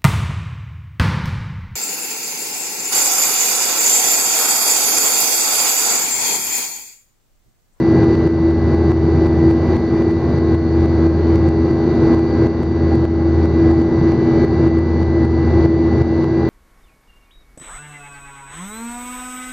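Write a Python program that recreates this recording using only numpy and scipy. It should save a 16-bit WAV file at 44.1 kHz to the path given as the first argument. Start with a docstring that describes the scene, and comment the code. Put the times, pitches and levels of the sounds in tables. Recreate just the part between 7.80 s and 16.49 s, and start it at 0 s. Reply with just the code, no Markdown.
"""Airliner cabin at cruise

At a window seat of a twin-jet, boundary-layer noise rushes along the fuselage and booms in the cabin.
The two fans turn almost equally fast, so their drone beats; above it stand shaft orders, a blade whine,
the core's drone and thin tones of gears and pumps. A few times a second the whole sound ducks with
a faint tick and swells back. Once, a piece of plastic clicks close by."""
import sys
import numpy as np
from scipy import signal
from scipy.fft import rfft, irfft, next_fast_len
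from scipy.io import wavfile
from scipy.ndimage import uniform_filter1d, minimum_filter1d

SR = 44100
rng = np.random.default_rng(int(sys.argv[2]) if len(sys.argv) > 2 else 0)


def materialize(psi):
    """Save the field psi as 16-bit PCM at rate SR to the path in sys.argv[1].

    A 1-D psi becomes a single channel; in a 2-D psi each row is a channel.
    """
    bounded = np.clip(np.atleast_2d(psi).T, -1, 1)
    quanta = np.round(bounded * 32767).astype(np.int16)
    wavfile.write(sys.argv[1], SR, quanta)


N = 383229
TIME = np.arange(N) / SR
FAN_HZ, BLADES = 82.435, 24  # the near fan's initial shaft speed and its blade count

# deep tones of both fans: (shaft order [1], near fan level [dB], far fan level [dB])
DRONE_ORDERS = [(1, -20.5, -25.5), (4, -17.5, -32.5)]
# abrupt dips of the whole sound: (time [s], level dropped to [dB])
LEVEL_DIPS = [(0.0, 0.2), (0.245, 0.9), (0.354, -0.9), (0.475, -4.0), (0.711, -2.6), (0.948, -2.2),
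              (1.119, -3.8), (1.47, -2.5), (1.712, -1.7), (1.968, -2.7), (2.224, -1.4), (2.312, -2.6),
              (2.586, -1.7), (2.751, -4.0), (3.058, -2.2), (3.27, -3.4), (3.558, -1.6), (3.689, -3.4),
              (3.913, -2.6), (4.348, -0.8), (4.394, -2.1), (4.671, -4.0), (4.833, -3.8), (5.155, -2.4),
              (5.253, -5.3), (5.657, -2.0), (5.915, -1.1), (6.02, -2.5), (6.322, -1.0), (6.65, -1.6),
              (6.88, -2.7), (6.99, -4.0), (7.232, -3.3), (7.453, -3.9), (7.861, -3.9), (8.221, -3.2),
              (8.444, -2.8)]


def from_db(db):
    """Amplitude ratio of a level: 20 dB is a factor of ten."""
    return 10 ** (np.asarray(db) / 20)


def rms_one(x):
    """Normalisation to unit mean power."""
    return x / np.sqrt(np.mean(x ** 2) + 1e-20)


def at_hz(points, hz):
    """Interpolation of a spectrum on a logarithmic frequency axis."""
    known_hz, values = np.transpose(points)
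    return np.interp(np.log(hz), np.log(known_hz), values)


def drift(rate_hz):
    """Slow random fluctuation of unit rms: noise at every 100th sample through a two-pole low-pass."""
    pole = np.exp(-200 * np.pi * rate_hz / SR)
    noise = rng.standard_normal(N // 100 + 1002)
    slow = signal.lfilter([1], [1, -2 * pole, pole * pole], noise)[1000:]  # once settled
    return np.interp(np.arange(N) / 100, np.arange(len(slow)), rms_one(slow))


def ring(pushes, hz, t60_s):
    """Damped resonator: a unit impulse starts a unit sine that falls 60 dB in t60_s."""
    radius, angle = from_db(-60 / (t60_s * SR)), 2 * np.pi * hz / SR
    return signal.lfilter([0, np.sin(angle)], [1, -2 * radius * np.cos(angle), radius ** 2], pushes + 1e-18)


def impulses(times, sizes):
    """Impulsive excitation: one-sample pushes at the given times."""
    out = np.zeros(N)
    out[np.clip(np.round(np.asarray(times) * SR).astype(int), 0, N - 1)] = sizes
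    return out


def tone(turns, level_db):
    """Simple harmonic motion of a given rms level, its phase counted in cycles."""
    return np.sqrt(2) * from_db(level_db) * np.sin((2 * np.pi * (turns % 1)).astype(np.float32))


def shaft_turns(creep_hz_per_s=.016):
    """Phase is the integral of speed: turns made by the near fan as it creeps faster."""
    return np.cumsum(FAN_HZ + creep_hz_per_s * TIME) / SR


def air_rush(level_db=-17.5, surge_db=.5):
    """Boundary-layer noise with broad peaks; narrow hollows are cut into it. Coherent at the ears in the bass,
    diffuse on top."""
    # air rushing along the skin: (frequency [Hz], relative spectral density [dB])
    spectrum = [(22, -29.5), (55, -12.5), (135, 1.5), (250, -11), (430, -10.5), (700, -19), (1050, -23),
                (1400, -32.5), (1900, -35), (2700, -47), (4000, -47), (6200, -51.5), (7600, -71),
                (15500, -83)]
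    # broad peaks of the rush, and narrow hollows cut into it: (centre [Hz], width [Hz], gain [dB])
    colour = [(290, 34, -3.5), (344.2, 97.5, 10.5), (805, 59, 5.5), (2470, 53, -16), (3182, 110, -30),
              (3860, 200, 4), (4620, 450, 10), (5100, 70, -7), (5180, 360, -7), (9700, 2000, 5.5)]
    # stereo width: (frequency [Hz], side minus mid [dB])
    width = [(30, -13), (70, -13), (130, -20), (330, -27.5), (550, -20), (800, -16), (1200, -17.5),
             (2000, -13), (2700, -3.5), (4600, -6.5), (6000, -0.5), (9000, 2), (14000, -5.5)]
    size = next_fast_len(N)
    hz = np.maximum(np.fft.rfftfreq(size, 1 / SR), 1)
    shape_db = at_hz(spectrum, hz)
    for centre_hz, width_hz, peak_db in colour:
        shape_db += peak_db * .5 ** ((2 * (hz - centre_hz) / width_hz) ** 2)
    white = rfft(rng.standard_normal((2, size)))
    mid = irfft(white[0] * from_db(shape_db), size)[:N]
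    side = irfft(white[1] * from_db(shape_db + at_hz(width, hz)), size)[:N]
    ears = rms_one(np.array([mid + side, mid - side]))
    return from_db(level_db + surge_db * drift(1.3)) * ears


def fan_drone(slip_hz=.476, opposed_s=.1, wobble_db=1.3):
    """Beats: the slower, far fan slips in and out of phase with the near one, so their tones throb."""
    near = shaft_turns()
    far = near - slip_hz * (TIME - opposed_s) + .5
    out = np.zeros((2, N))
    for order, near_db, far_db in DRONE_ORDERS:
        # the deepest tone stands in the cabin a little out of phase between the ears
        phase = rng.random() + .032 / order ** 2 * np.array([[.5], [-.5]])
        out += tone(order * near + phase, near_db + wobble_db * drift(2.7))
        out += tone(order * far + phase, far_db)
    return out


def shaft_tone(shaft, order, level_db, pan_db):
    """A shaft harmonic, phase-modulated by turbulence; shorter waves reach the ears more out of step."""
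    turns = order * shaft + rng.random() + .054 * drift(1.8)
    ear_turns = .0011 * order * rng.choice([-1, 1])
    left = tone(turns + ear_turns, level_db + pan_db / 2)
    right = tone(turns - ear_turns, level_db - pan_db / 2)
    return np.array([left, right])


def fan_buzz(flutter_db=2.5, uneven_db=1, scatter_db=3, orders=79):
    """Slightly unequal blades repeat only once a turn, so they sound a harmonic series on the shaft."""
    # prominent harmonics: (shaft order [1], level [dB], left minus right [dB])
    strong_orders = [(3, -32.5, 1.5), (5, -31.5, 0.5), (8, -49, 0.5), (13, -50.5, 1), (17, -55.5, 2),
                     (19, -51, 1), (20, -51, 2), (29, -61.5, 1), (33, -62, 2), (37, -65, 3.5),
                     (47, -63, -4.5), (52, -60.5, 10.5), (53, -63.5, -1), (56, -57.5, 2)]
    # spectral envelope of the remaining harmonics: (frequency [Hz], level [dB])
    envelope = [(500, -51), (1200, -68), (2120, -60.5), (2550, -73.5), (3150, -79.5), (3500, -72),
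                (4500, -64.5), (5000, -77.5), (6200, -75), (6600, -81.5)]
    shaft, out = shaft_turns(), np.zeros((2, N))
    strong = {order: (level_db, pan_db) for order, level_db, pan_db in strong_orders}
    drone_and_whine = [row[0] for row in DRONE_ORDERS] + [BLADES]
    for order, (excess, side) in enumerate(rng.standard_normal((orders, 2)), 1):
        if order not in drone_and_whine:
            ordinary = at_hz(envelope, order * FAN_HZ) + uneven_db * excess, scatter_db * side
            level_db, pan_db = strong.get(order, ordinary)
            out += shaft_tone(shaft, order, level_db + flutter_db * drift(2.8), pan_db)
    return out


def blade_whine(base_db=-43, flutter_db=1):
    """One clear note at the blade-passing frequency: shaft speed times the number of blades."""
    # slow ebb and swell of the whine: (time [s], gain [dB])
    swell = [(0.0, 1.5), (3.5, -2), (5.8, -0.5), (7.3, 3.5), (8.69, 2)]
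    level_db = base_db + np.interp(TIME, *np.transpose(swell)) + flutter_db * drift(6.5)
    return shaft_tone(shaft_turns(), BLADES, level_db, pan_db=0)


def engine_core(core_hz=239.24, hum_hz=58.15):
    """Steady rotation gives a steady pitch: the fast core shaft drones over a faint, wavering hum."""
    drone = tone(core_hz * TIME + rng.random(), level_db=-25 + .5 * drift(4.8))
    hum = tone(hum_hz * TIME + rng.random(), level_db=-43.5 + 2 * drift(.98))
    return drone + hum


def gears_and_pumps(flutter_db=3, waver_turns=.1):
    """Rotating accessories add thin tones that waver by random phase and amplitude modulation."""
    # tones between the shaft orders: (frequency [Hz], level [dB])
    whines = [(1308, -56.5), (1447, -58), (1503, -55.5), (1893, -63), (2297, -63.5)]
    out = np.zeros(N)
    for hz, level_db in whines:
        turns = hz * TIME + rng.random() + waver_turns * drift(4.4)
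        out += tone(turns, level_db + flutter_db * drift(1.5))
    return out


def ducking(attack_hz=300, swell_db_per_s=16.4, full_db=4.2):
    """Sawtooth amplitude modulation: the level drops abruptly, then climbs steadily up to a limit."""
    times, dip_db = np.transpose(LEVEL_DIPS)
    latest = np.maximum(np.searchsorted(times, TIME, "right") - 1, 0)
    saw_db = np.minimum(dip_db[latest] + swell_db_per_s * (TIME - times[latest]), full_db)
    return from_db(signal.sosfilt(signal.butter(1, attack_hz, fs=SR, output="sos"), saw_db))


def ticks(bump_db=-9, fizz_db=-44, fizz_hz=7800, fizz_decay_s=.0007):
    """A heavily damped resonance and a decaying noise burst mark each dip after the first."""
    pushes = impulses([time for time, _ in LEVEL_DIPS[1:]], 1)
    bump = ring(pushes * rng.choice([-1, 1], N), hz=550, t60_s=.003)
    fade = signal.lfilter([1], [1, -np.exp(-1 / (fizz_decay_s * SR))], pushes + 1e-18)
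    low_pass = signal.butter(2, fizz_hz, fs=SR, output="sos")
    hiss = rms_one(signal.sosfilt(low_pass, rng.standard_normal(N)))
    return from_db(bump_db) * bump + from_db(fizz_db) * fade * hiss


def plastic_click():
    """Free vibration: one light snap excites a few short-lived modes of a plastic part."""
    # the snap: (time [s], impulse level [dB])
    snaps = [(3.5582, -30)]
    # modes of the plastic: (frequency [Hz], gain [dB], time to fall 60 dB [s])
    modes = [(2070, 4, 0.011), (5800, -3, .005), (9400, -15, .004)]
    times, snap_db = np.transpose(snaps)
    pushes = impulses(times, from_db(snap_db))
    return sum(from_db(mode_db) * ring(pushes, hz, t60_s) for hz, mode_db, t60_s in modes)


def limiter(x, ceiling, window=131):
    """Look-ahead limiting: the gain eases down around any crest above the ceiling."""
    allowed = ceiling / np.maximum(np.abs(x).max(axis=0), ceiling)
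    held = minimum_filter1d(allowed, 2 * window + 1)
    return x * uniform_filter1d(uniform_filter1d(held, window), window)


def scene(left_db=.21):
    """Superposition: the cabin's sounds add and duck together under the ticks, a shade louder at left."""
    cabin = air_rush() + fan_drone() + fan_buzz() + blade_whine() + engine_core() + gears_and_pumps()
    ducked = (cabin + plastic_click()) * ducking()
    return (ducked + ticks()) * from_db([[left_db], [-left_db]])


def record(dry, low_hz=34, top_hz=15800):
    """Band and peak limiting: the deepest rumble goes, crests are held down, the top is cut steeply."""
    lean = signal.sosfilt(signal.butter(4, low_hz, "high", fs=SR, output="sos"), dry)
    held = limiter(lean, ceiling=.82)
    return signal.sosfilt(signal.ellip(10, .1, 80, top_hz, fs=SR, output="sos"), held)


dry = scene()
out = record(dry)
materialize(out)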